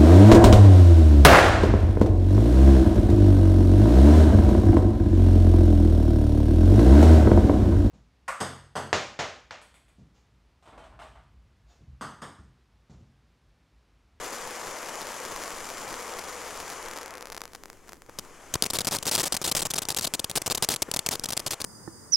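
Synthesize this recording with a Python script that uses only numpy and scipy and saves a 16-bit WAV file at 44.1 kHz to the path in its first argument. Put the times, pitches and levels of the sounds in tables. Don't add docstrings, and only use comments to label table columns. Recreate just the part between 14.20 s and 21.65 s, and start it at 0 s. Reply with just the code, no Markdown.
import sys
import numpy as np
from scipy import signal
from scipy.fft import rfft, irfft
from scipy.io import wavfile
from scipy.ndimage import uniform_filter1d

SR = 44100
rng = np.random.default_rng(int(sys.argv[2]) if len(sys.argv) > 2 else 0)


def decibels_to_gain(level_db):
    exponent = np.asarray(level_db, float) / 20
    return 10 ** exponent


def output_pcm(signal):
    pcm = np.clip(np.atleast_2d(signal).T, -1, 1) * 32767
    wavfile.write(sys.argv[1], SR, np.round(pcm).astype(np.int16))


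N = 328545


def evened(x):
    return x / np.sqrt(np.mean(x ** 2) + 1e-20)


def read(points, hz):
    f, value = np.transpose(points)
    return np.interp(np.log(hz + 1), np.log(f + 1), value)


def add(mix, s, sound):
    part = mix[round(s * SR):][:len(sound)]
    part += sound[:len(part)]


# f/Hz, correlation [0..1]
LIKENESS = [(60, 0.74), (180, 1), (550, 1), (1650, 1), (4970, 0.87), (15000, 0.099)]


def noise(spectrum, patchy_db, flicker_db, size=512):
    frames, hz = 4 * N // size + 5, np.fft.rfftfreq(size, 1 / SR)
    a, b, c, d, patches = rng.standard_normal((frames, len(hz), 5)).T
    flicker = evened(uniform_filter1d(patches[0], size=3))
    patches = uniform_filter1d(patches, size=7, axis=0)
    patches = evened(uniform_filter1d(patches, size=16, axis=1))
    same = np.clip(read(LIKENESS, hz), -1, 1)[:, None]
    left = a + 1j * b
    right = same * left + np.sqrt(1 - same ** 2) * (c + 1j * d)
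    level_db = read(spectrum, hz)[:, None] + patchy_db * patches + flicker_db * flicker
    stereo = np.array([left, right]) * decibels_to_gain(level_db)
    return evened(signal.istft(stereo, nperseg=size, noverlap=3 * size // 4)[1][:, :N])


def pops(s, size, shock_ms, damping=1, bounce_ms=0.2, spread=0.067, bounce_db=-7.0, count=4, stay=1):
    at = np.clip(np.round(s * SR).astype(int), 0, N - 1)
    place = rng.integers(0, count, N)[at // stay]
    out = np.zeros((2, N))
    jw = 2j * np.pi * np.fft.rfftfreq(1024, 1 / SR)
    for k, (u, v, w) in enumerate(rng.uniform(-1, 1, (count, 3))):
        tau = shock_ms / 1000 * (1 + 0.097 * u)
        shock = jw * tau / (1 + 2 * damping * jw * tau + (jw * tau) ** 2)
        bounce_s = bounce_ms / 1000 * (1 + spread * v) * np.array([[1], [0.95 + 0.14 * w]])
        bounced = shock * (1 + decibels_to_gain(bounce_db) * np.exp(-jw * bounce_s))
        early_s = np.array([[0], [0.15 + 2 * spread * w]]) / SR
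        wave = irfft(bounced * np.exp(jw * (early_s - 16 / SR)))
        train = np.bincount(at, size * (place == k), N)
        out += signal.oaconvolve(train[None], wave / wave[0].max(), axes=1)[:, 17:N + 17]
    return out


# f/Hz, level/dB
WIND_SPECTRUM = [(3, -7), (11, 10), (25, 1), (50, -16.5), (150, -25.5), (400, -21), (900, -41)]
WIND_DB = -43.5
HUM_HZ, HUM_DB = 60.5, -62.0


def wind():
    t, hz = np.arange(N) / SR, np.fft.rfftfreq(N, 1 / SR)
    a, b, lumps = rng.standard_normal((N, 3)).T
    gusts = evened(irfft(rfft([a, a + 0.88 * b]) * decibels_to_gain(read(WIND_SPECTRUM, hz)), N))
    lumps = evened(irfft(rfft(lumps) * (hz < 5), N))
    hum = np.sin(2 * np.pi * HUM_HZ * t + 0.5 * lumps)
    passing_db = 6.5 - 4.9 * np.minimum(abs(t - 2.35), 2)
    return decibels_to_gain(WIND_DB + 3.2 * lumps) * gusts + decibels_to_gain(HUM_DB + passing_db) * hum


# t/s, length/ms, level/dB
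PUFFS = [
    (3.894, 16, -42.5),
    (6.689, 21, -37.5),
]


def puffs():
    t = np.arange(N) / SR
    swell = sum(decibels_to_gain(db) * np.exp(-0.5 * ((t - s) * 4000 / ms) ** 2) for s, ms, db in PUFFS)
    return swell * noise([(60, -7.0), (300, -1.0), (1500, -13.0), (4000, -31.0)], 0, 0)


FALLEN_S = 3.4
FIZZ_LEAD_S = 0.17
# t/s, level/dB
JET_PRESSURE = [(0., -40), (2.73, -42), (2.95, -45.5), (3.14, -55.5), (3.3, -59.5), (3.42, -62.5),
                (3.6, -61.5), (3.7, -58), (3.79, -68), (3.86, -63), (3.94, -57), (4.05, -54.5), (4.4, -50),
                (5.08, -50.5), (5.8, -52.5), (7.45, -51.5)]
# f/Hz, level/dB
ROAR = [(88, -45), (150, -17.5), (400, -5), (620, -3.5), (1150, -0.5), (1450, -6), (2350, -8), (3300, -17),
        (4600, -31)]
# f/Hz, level/dB
FIZZ = [(2000, -53), (2900, 0.5), (3900, -3.5), (6900, 4.5), (8900, -3.5), (10800, -4), (13000, -11),
        (15700, -23), (16100, -50.)]
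# f/Hz, level/dB
TUBE = [(300, -20), (400, -3), (480, 14.5), (570, 2), (750, -46)]


def jet():
    s, pressure_db = np.transpose(JET_PRESSURE)
    t = np.arange(N) / SR
    roar_db = np.interp(t, s, pressure_db)
    roar = decibels_to_gain(roar_db) * noise(ROAR, 0.63, 0.49)
    tube_db = np.interp(t - 0.17, s, pressure_db) - 11.0 - 1.1 * (t > 3.7)
    tube = decibels_to_gain(tube_db) * noise(TUBE, 0.29, 0, size=2048)
    ahead_db = np.interp(t + FIZZ_LEAD_S * (t < FALLEN_S), s, pressure_db)
    fizz = decibels_to_gain(np.minimum(roar_db, ahead_db)) * noise(FIZZ, 1.0, 0.97)
    return roar + tube + fizz


# t/s, rate [sparks per s], level/dB
SMALL_SPARKS = [
    (0., 273, -34.5),
    (2.55, 210, -34),
    (2.65, 250., -54),
    (3.25, 120, -50),
    (3.4, 87, -63),
    (7.45, 60., -57.),
]
# t/s, peak level/dB
SPITS = [(0.7557, -20), (0.8172, -19), (0.87, -20), (1.0517, -19), (1.2376, -18), (1.2789, -20),
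         (1.3058, -20), (1.5024, -19), (1.7288, -20), (1.9931, -20), (2.4024, -19), (2.5015, -19)]
# t/s, peak level/dB
SPUTTER = [(2.6279, -23), (2.6534, -25), (2.6604, -24), (2.6848, -23), (2.686, -25), (2.7123, -22),
           (2.7131, -25), (2.7356, -22), (2.7619, -25), (2.7665, -24), (2.7678, -25), (2.7751, -19),
           (2.7868, -21), (2.8128, -25), (2.8173, -25), (2.8314, -22), (2.8605, -21), (2.8804, -25),
           (2.9075, -23), (2.9395, -25), (2.9538, -25), (2.973, -26), (2.9813, -25), (3.0094, -24),
           (3.0216, -28), (3.0259, -21), (3.0564, -22), (3.0716, -26), (3.0844, -32), (3.1012, -22),
           (3.121, -22), (3.1244, -20), (3.1299, -24), (3.147, -22), (3.152, -29), (3.1662, -21),
          (3.1764, -23), (3.1793, -19), (3.2071, -26), (3.2169, -24), (3.2177, -17), (3.2375, -26),
          (3.2399, -28), (3.2548, -22), (3.2786, -31), (3.3344, -27), (3.3495, -24), (3.3521, -22),
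          (3.3596, -31), (3.4366, -24), (3.4575, -25), (3.501, -24), (3.5306, -32), (3.6828, -33),
          (3.6922, -27), (3.6951, -29), (3.7216, -28), (3.7324, -24), (3.8205, -29), (3.8959, -31)]
# t/s, peak level/dB
TICKS = [
    (3.3204, -38),
    (3.483, -38),
    (3.5721, -40),
    (3.6758, -36),
    (3.744, -39),
    (3.756, -40),
    (3.7697, -39),
    (3.8634, -38),
    (4.0502, -34),
]


def sparks():
    t, (s, rate, db) = np.arange(N) / SR, np.transpose(SMALL_SPARKS)
    chance, luck = rng.random((N, 2)).T
    small = chance < np.interp(t, s, rate) / SR
    small_size = decibels_to_gain(np.interp(t, s, db) - 3.65 * np.log(1 - 0.965 * luck))[small]
    big_s, big_db = np.transpose(SPITS + SPUTTER + TICKS)
    s = np.r_[t[small], big_s]
    size = np.r_[small_size, decibels_to_gain(big_db - 1.5)]
    early = pops(s, size * (s < FALLEN_S), 0.044, 0.6, 0.172, 0.06, -4.0, count=8)
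    late = pops(s, size * (s >= FALLEN_S), 0.046, 0.96, bounce_ms=0.15, spread=0.2, bounce_db=0, count=3)
    pull_back = pops(s, size, 0.13, 1.0)
    return early + decibels_to_gain(-0.5) * late + decibels_to_gain(2.5) * pull_back


THUMP_DB, USUAL_DB, BRIGHTER_PER_DB, HEAVIER_DB, USUAL_MS = -7, -29, 0.53, 0.5, 10
TRAIL_MS, TRAIL_DB = 8.1, -20.5
# t/s, length/ms, level/dB
STARS = [(3.9872, 9.6, -32), (4.3391, 5.9, -23.5), (4.3525, 7.2, -37), (4.4236, 1.45, -18),
         (4.4275, 9.5, -44), (4.4367, 7.6, -29.5), (4.4552, 15.4, -33.5), (4.5009, 8.9, -28),
         (4.5337, 5.3, -25.5), (4.5421, 32.3, -30.5), (4.5864, 10.6, -26.5), (4.6056, 13.4, -31.5),
         (4.6472, 10.7, -31), (4.6704, 19, -27.5), (4.7105, 11, -31), (4.7209, 32, -31),
         (4.753, 18.4, -31.5), (4.786, 3.3, -32), (4.826, 8, -29.5), (4.854, 7.9, -31),
         (4.867, 31.2, -27.5), (4.9124, 33, -26), (4.9464, 17, -25), (4.969, 5, -33),
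         (4.979, 14.6, -27), (4.9967, 24, -28.5), (5.03, 18.6, -31), (5.055, 27, -28.5),
         (5.1231, 12.7, -26.5), (5.1426, 11.7, -29.5),
         (5.1674, 8.3, -28), (5.2157, 15, -35), (5.2415, 29, -27.5), (5.275, 25.5, -29.5),
              (5.314, 11.5, -25.5), (5.35, 11, -28), (5.365, 21, -27.5), (5.3908, 17.6, -29),
              (5.4182, 15.2, -26.5), (5.4527, 18, -30.5), (5.503, 14.2, -27.5), (5.537, 7.9, -28),
              (5.5555, 16.8, -32), (5.5787, 13.4, -26.5), (5.6196, 16.7, -32), (5.6527, 2, -27),
              (5.6866, 8.8, -25.5), (5.702, 5.6, -25.5), (5.7114, 14, -33), (5.7468, 1.6, -38),
              (5.7644, 14.8, -26.5), (5.7857, 11.2, -27), (5.8107, 3.6, -29), (5.8204, 21, -32),
              (5.843, 13.3, -26.5), (5.868, 12.3, -30.5), (5.937, 17.8, -25.5), (5.9942, 6.6, -28),
              (6.0431, 6.1, -27), (6.0967, 10, -31),
         (6.1129, 2.7, -30.5), (6.155, 14.3, -24.5), (6.171, 13.6, -26.5), (6.2178, 4.5, -27),
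              (6.2612, 12.6, -28.5), (6.277, 4.9, -28.5), (6.3, 3.4, -27), (6.3077, 20.5, -28),
              (6.348, 10.7, -25), (6.3745, 8.7, -28.5), (6.4233, 28, -27), (6.488, 6.2, -22.5),
              (6.5004, 49, -29), (6.5624, 3.8, -27), (6.62, 10.3, -25), (6.714, 4.6, -28.5),
              (6.7384, 9.2, -30.5), (6.7625, 9.3, -28), (6.791, 4.3, -21), (6.863, 9, -23),
              (6.8885, 3.2, -24), (6.9105, 33.2, -29.5), (6.943, 10, -43), (6.9534, 4.6, -29.5),
              (6.9957, 2.1, -30.5),
         (7.037, 10, -28), (7.0574, 4.5, -29), (7.0872, 9.8, -31.5), (7.104, 7, -29.5),
              (7.122, 17, -31), (7.1672, 7.9, -32), (7.1759, 2.5, -26), (7.1944, 10.6, -31),
              (7.263, 19.5, -29), (7.3071, 22, -30.5), (7.3325, 11.8, -30), (7.4019, 8.8, -35.5),
              (7.415, 6.8, -32.5), (7.4421, 6.7, -28.5)]
# t/s, length/ms, extra level/dB
HEAVY_STARS = [(3.988, 12, -2.5), (4.3534, 8, 14), (4.67, 18, 2), (4.745, 6, 9), (4.979, 14, 4.5),
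               (5.1426, 13, 3.5), (5.2415, 26, -0.5), (5.453, 17, 4), (5.8254, 18, -9), (6.172, 13, 3.5),
               (6.2765, 6, 7.5), (6.3074, 20, 2.5), (6.3759, 7, 4.5), (6.6193, 12, 2.5), (6.91, 33, 2.5),
               (7.1225, 16, -2), (7.3077, 22, -5)]
# t/s, peak level/dB
CRACKS = [(4.3408, -8), (4.4241, -7), (4.5895, -10), (4.6716, -7), (4.6762, -8), (4.7499, -9), (4.9142, -9),
          (4.9526, -4), (4.9618, -7), (4.9908, -9), (4.9978, -7), (5.0403, -7), (5.1248, -3), (5.1673, -6),
          (5.6868, -9), (5.7473, -10), (5.9381, -5), (6.4254, -6), (6.4264, -6), (6.4475, -8), (6.4888, -3),
          (6.4915, -8), (6.5403, -8), (6.562, -10), (6.6237, -6), (6.7148, -10), (6.7406, -11),
          (6.8629, -9), (7.1336, -10), (7.176, -4)]


def stars():
    level, thump, weight_db = np.zeros(N), np.zeros(N), np.zeros(N)
    for s, ms, db in STARS:
        trail = np.linspace(1, 0, round(TRAIL_MS * SR / 1000))
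        add(level, s + ms / 1000, decibels_to_gain(db + TRAIL_DB) * trail)
        age = np.linspace(0, 1, round(ms * SR / 1000))
        add(level, s, decibels_to_gain(db + 1.5 - 4.3 * age ** 2.86))
        thump_db = THUMP_DB - BRIGHTER_PER_DB * (db - USUAL_DB) + HEAVIER_DB * np.log2(ms / USUAL_MS)
        add(thump, s, np.full(len(age), decibels_to_gain(thump_db)))
    for s, ms, db in HEAVY_STARS:
        add(weight_db, s, np.full(round(ms * SR / 1000), float(db)))
    thump = thump * decibels_to_gain(weight_db)

    chance, luck, clumps = rng.random((N, 3)).T
    clumps = evened(uniform_filter1d(clumps - 0.5, size=70))
    grain = (chance < 5000 / SR) & (level > 0)
    grain_db = 3.5 + 2.3 * clumps - 3.4 * np.log(1 - 0.975 * luck)
    crack_s, crack_db = np.transpose(CRACKS)
    at = np.r_[np.flatnonzero(grain), np.round(crack_s * SR).astype(int)]
    size = np.r_[(level * decibels_to_gain(grain_db))[grain], decibels_to_gain(crack_db + 2.0)]

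    sharp = pops(at / SR, size, 0.033, 0.5, 0.19, 0.4, -8.5, count=16, stay=150)
    push = np.minimum(size, 10 * level[at]) * np.minimum(thump[at], 3)
    return sharp + decibels_to_gain(-4.5) * pops(at / SR, push, 0.2) + decibels_to_gain(-23.5) * pops(at / SR, push, 1.26)


def scene():
    return wind() + puffs() + jet() + sparks() + stars()


def low_pass(x):
    return signal.sosfilt(signal.butter(12, 17000, fs=SR, output="sos"), x)


# f/Hz, level/dB
MIC = [(25, -13.5), (60, -3.5), (140, 2.5), (1000, 0), (2200, 0), (4000, -5), (6500, -4), (11000, -2.5),
       (15000, -7.5)]
# f/Hz, level/dB
LEFT_LEAN = [(60, 2), (180, 4), (550, 4.5), (1650, 3.5), (4970, 3), (15000, 0)]
# f/Hz, gain [linear]
BAND_EDGE = [(0, 1), (15850, 1), (16150, .16), (16800, .1), (16950, 0), (SR / 2, 0)]


def record(dry):
    hz = abs(np.fft.fftfreq(8192, 1 / SR))
    log_gain = np.log(decibels_to_gain(read(MIC, hz) + np.outer([0.5, -0.5], read(LEFT_LEAN, hz))))
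    minimum_phase = np.exp(np.conj(signal.hilbert(log_gain)))
    taps = np.fft.ifft(minimum_phase).real[:, :4096]
    coloured = signal.oaconvolve(dry, taps, axes=1)[:, :N]
    edge = signal.firwin2(401, *np.transpose(BAND_EDGE), fs=SR)
    mix = signal.oaconvolve(coloured, edge[None], "same", axes=1)
    return low_pass(mix)


dry = scene()
out = record(dry)
output_pcm(out)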